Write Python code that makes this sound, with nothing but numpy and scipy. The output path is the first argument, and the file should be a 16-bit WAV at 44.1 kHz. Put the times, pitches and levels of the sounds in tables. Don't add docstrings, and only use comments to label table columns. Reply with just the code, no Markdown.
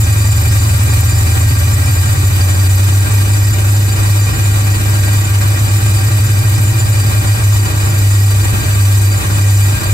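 import sys
import numpy as np
from scipy import signal
from scipy.fft import rfft, irfft, next_fast_len
from scipy.io import wavfile
from scipy.ndimage import uniform_filter1d

SR = 44100
rng = np.random.default_rng(int(sys.argv[2]) if len(sys.argv) > 2 else 0)


def master_out(mix):
    frames = np.transpose(np.atleast_2d(mix))
    ceiling = np.clip(frames, -1, 1)
    pcm = np.round(ceiling * 32767).astype(np.int16)
    wavfile.write(sys.argv[1], SR, pcm)


N = 437913

# f/Hz, relative level/dB
ROAR_MID_SPECTRUM = [(120, -38), (220, -64), (290, -52), (340, -56.5), (420, -62.5), (900, -62),
                     (1700, -63), (3000, -63), (5000, -71), (6800, -66.5), (8100, -63), (9500, -70.5),
                     (13500, -71.5), (15600, -75)]
# f/Hz, relative level/dB
ROAR_SIDE_SPECTRUM = [(30, -44), (130, -54.5), (300, -62), (600, -60.5), (1100, -56.5), (2200, -60.5),
                      (3300, -64.5), (5000, -68.5), (6800, -69), (8100, -57.5), (9500, -68), (12000, -75.5),
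                      (13500, -75.5), (15600, -67.5)]
# f/Hz, width/Hz, gain/dB
ROAR_COLOUR_BANDS = [(516, 41, -9), (574, 96, 7), (690, 30, -8.5), (777, 11, 9.5), (1164.4, 29, 8),
                     (1480, 34, -7.5), (1481.4, 19, 16.5), (1594, 21, 9), (1872, 55, 8.5), (2040, 590, -5),
                     (2428, 190, 8.5), (2777, 142, -18.5), (2850, 37, 11.5), (3276, 98, -52), (4010, 93, 7),
                     (5180, 120, -24), (6700, 120, -13), (9700, 71, -5), (10840, 110, -21),
                     (12800, 100, -16), (13360, 140, -13), (13720, 80, -13)]
# f/Hz, width/Hz, relative level/dB
METAL_MODES = [(1912, 53, -57), (2412, 34, -57), (4700, 32, -52.5), (5113, 30.5, -58), (6000, 34, -56.5),
               (7186, 31.6, -47.5), (7860, 170, -69), (8077, 69, -57), (11830, 46, -57), (12000, 57, -57.5),
               (12360, 48, -66)]
# f/Hz, relative level/dB
BOOM_SPECTRUM = [(20, -70), (38, -46), (50, -43), (62, -41), (80, -40), (98, -30.5), (114, -39),
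                 (126, -44.5), (140, -58.5), (165, -59.5), (210, -51.5), (260, -62.5), (400, -61)]
# t/s, f/Hz
DRONE_PITCH = [(0.0, 103.91), (2.0, 105.18), (4.673, 102.94), (6.48, 114.14), (6.841, 115.52),
               (7.771, 99.98), (9.93, 98.88)]
# t/s, level/dB
DRONE_ENVELOPE = [(0, -8), (1.9, -12), (2.8, -17.5), (5.4, -21.5), (6, -13.5), (9.93, -11)]
# cycles per crank turn, level/dB
ENGINE_ORDERS = [(3, -43), (3.555, -25), (4, -36), (7, -35.5), (9, -38), (10, -41.5), (12, -45), (14, -43),
                 (15, -54), (16, -36), (17, -44), (20, -57), (22, -44.5), (32, -53.5), (40, -53.5)]

SLOW_IDLE_HZ, WARM_IDLE_HZ, FAST_IDLE_HZ = 16.209, 16.918, 20.179
THROTTLE_FROM_S, THROTTLE_TO_S = 1.434, 3.336
TIME_S = np.arange(N) / SR
N_FFT = next_fast_len(N + 4096)
BINS_HZ = np.maximum(np.fft.rfftfreq(N_FFT, 1 / SR), 1)


def from_db(db):
    return 10 ** (np.asarray(db) / 20)


def curve(rows):
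    return np.interp(TIME_S, *np.transpose(rows))


def spectrum_db(rows, hz):
    knots_hz, level_db = np.transpose(rows)
    octaves_outside = np.abs(np.log2(hz / np.clip(hz, knots_hz[0], knots_hz[-1])))
    return np.interp(np.log(hz), np.log(knots_hz), level_db) - 20 * octaves_outside


def unit_rms(x):
    return x / np.sqrt(np.mean(x ** 2) + 1e-20)


def drift(rate_hz):
    step = 40
    pole = np.exp(-2 * np.pi * rate_hz * step / SR)
    noise = rng.standard_normal(N // step + 502)
    slow = signal.lfilter([1], [1, -2 * pole, pole * pole], noise)[500:]
    return np.interp(np.arange(N) / step, np.arange(len(slow)), unit_rms(slow))


def hiss(envelope=1):
    return unit_rms(rng.standard_normal(N) * envelope) * np.sqrt(SR / 2)


def filtered(x, response):
    return irfft(rfft(x, N_FFT) * response, N_FFT)[..., :N]


def lowpass(hz, order=4):
    return 1 / (1 + (BINS_HZ / hz) ** order)


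def bell(hz, centre_hz, width_hz):
    return 1 / (1 + (2 * (hz - centre_hz) / width_hz) ** 2)


def amplitude(x):
    return np.abs(signal.hilbert(x, N_FFT)[:N])


def scatter(count=4, bounce=.42):
    delays = np.exp(-2j * np.pi * BINS_HZ * rng.uniform(.000294, .0024, (count, 1)))
    return np.prod((delays - bounce) / (1 - bounce * delays), axis=0)


def frame_echoes(count=8):
    delays = np.exp(-2j * np.pi * BINS_HZ * rng.uniform(.002, .012, (count, 1)))
    strength = .19 * (1 - lowpass(1500, order=2))
    return (1 + strength * delays.sum(axis=0)) / np.sqrt(1 + count * strength ** 2)


def roar(wash, shaking, flutter_db=1.6, diffuse=.066, split_hz=4300):
    flutter = from_db(flutter_db * drift(67))
    turbulence = hiss(flutter)
    low = lowpass(split_hz)
    air = filtered(turbulence * wash, low) + filtered(turbulence * shaking, 1 - low)
    colour_db = sum(db * bell(BINS_HZ, hz, width_hz) for hz, width_hz, db in ROAR_COLOUR_BANDS)
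    mid = filtered(air, from_db(spectrum_db(ROAR_MID_SPECTRUM, BINS_HZ) + colour_db) * frame_echoes())
    scattered = np.sqrt(1 - diffuse) * filtered(air, scatter()) + np.sqrt(diffuse) * hiss(flutter)
    side = filtered(scattered, from_db(spectrum_db(ROAR_SIDE_SPECTRUM, BINS_HZ)) * frame_echoes())
    return np.array([mid + side, mid - side])


def metal_ring(shaking, spread_db=3.0):
    spectrum = 0
    for hz, width_hz, level_db in METAL_MODES:
        bursts = shaking * hiss(from_db(spread_db * drift(64)))
        resonance = 1 / (1 + 1j * (BINS_HZ / hz - hz / BINS_HZ) * hz / width_hz)
        skirt = 1 / (1 + 1j * (BINS_HZ - hz) / (width_hz * 4))
        spectrum += from_db(level_db) * rfft(bursts, N_FFT) * resonance * skirt
    return irfft(spectrum, N_FFT)[:N]


def boom(gain_db=-.5):
    return filtered(hiss(), from_db(gain_db + spectrum_db(BOOM_SPECTRUM, BINS_HZ)))


def second_drone(uneven=.085):
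    phase = 2 * np.pi * np.cumsum(curve(DRONE_PITCH)) / SR
    gain = from_db(curve(DRONE_ENVELOPE)) * (1 + uneven * drift(23))
    return np.sqrt(2) * gain * np.sin(phase)


def crank_tone(order, turns, uneven):
    swell, lag_rad = 1 + uneven * drift(23), uneven * drift(24)
    return np.sqrt(2) * swell * np.sin(2 * np.pi * order * turns + lag_rad)


def engine_tones(crank_hz, turns):
    tones = 0
    for order, level_db in ENGINE_ORDERS:
        if order < 10:
            level_db += spectrum_db(BOOM_SPECTRUM, order * crank_hz)
            level_db -= spectrum_db(BOOM_SPECTRUM, order * FAST_IDLE_HZ)
        tones += from_db(level_db) * crank_tone(order, turns, uneven=.18)
    return tones


def exhaust_note(crank_hz, turns, order=5, base_db=-11.5, pipe_db=6.5):
    swell_db = pipe_db * bell(order * crank_hz, centre_hz=96.1, width_hz=6.3)
    return from_db(base_db + swell_db) * crank_tone(order, turns, uneven=.05)


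def scene():
    crank_hz = curve([(0, SLOW_IDLE_HZ), (THROTTLE_FROM_S, WARM_IDLE_HZ), (THROTTLE_TO_S, FAST_IDLE_HZ)])
    turns = np.cumsum(crank_hz) / SR
    bass = second_drone() + boom() + exhaust_note(crank_hz, turns) + engine_tones(crank_hz, turns)
    below_fast_hz = FAST_IDLE_HZ - crank_hz
    rattle_db = -.3 + .22 * below_fast_hz
    throb = unit_rms(amplitude(bass) + .98)
    ring = metal_ring(shaking=from_db(rattle_db) * throb ** .5)
    air = roar(wash=from_db(.02 * below_fast_hz), shaking=from_db(1.1 * rattle_db) * throb ** .3)
    return bass + ring + air


def gain_control(x, threshold_db=-12, slope=.35, split_hz=5000, response_s=.008):
    low = filtered(x, lowpass(split_hz))
    pole = np.exp(-1 / (response_s * SR))
    power = np.mean(low ** 2, axis=0)
    smoothed, _ = signal.lfilter([1 - pole], [1, -pole], power, zi=[from_db(threshold_db) ** 2])
    level_db = 10 * np.log10(uniform_filter1d(smoothed, size=441) + 1e-9)
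    gain_db = np.minimum(slope * (threshold_db - level_db), 0)
    return x + low * (from_db(gain_db) - 1)


def bass_limiter(x, ceiling=.58, split_hz=660):
    bass = filtered(x, lowpass(split_hz))
    height = uniform_filter1d(amplitude(bass.mean(axis=0)), size=441)
    gain = (1 + (height / ceiling) ** 8) ** (-1 / 8)
    return x + bass * (gain - 1)


def record(dry):
    cutoff_hz, edge_hz = 15770, 100
    limited = np.clip(bass_limiter(gain_control(dry)), -1, 1)
    top_cut = np.clip((cutoff_hz - BINS_HZ) / edge_hz + .5, 0, 1)
    return filtered(limited, top_cut)


dry = scene()
out = record(dry)
master_out(out)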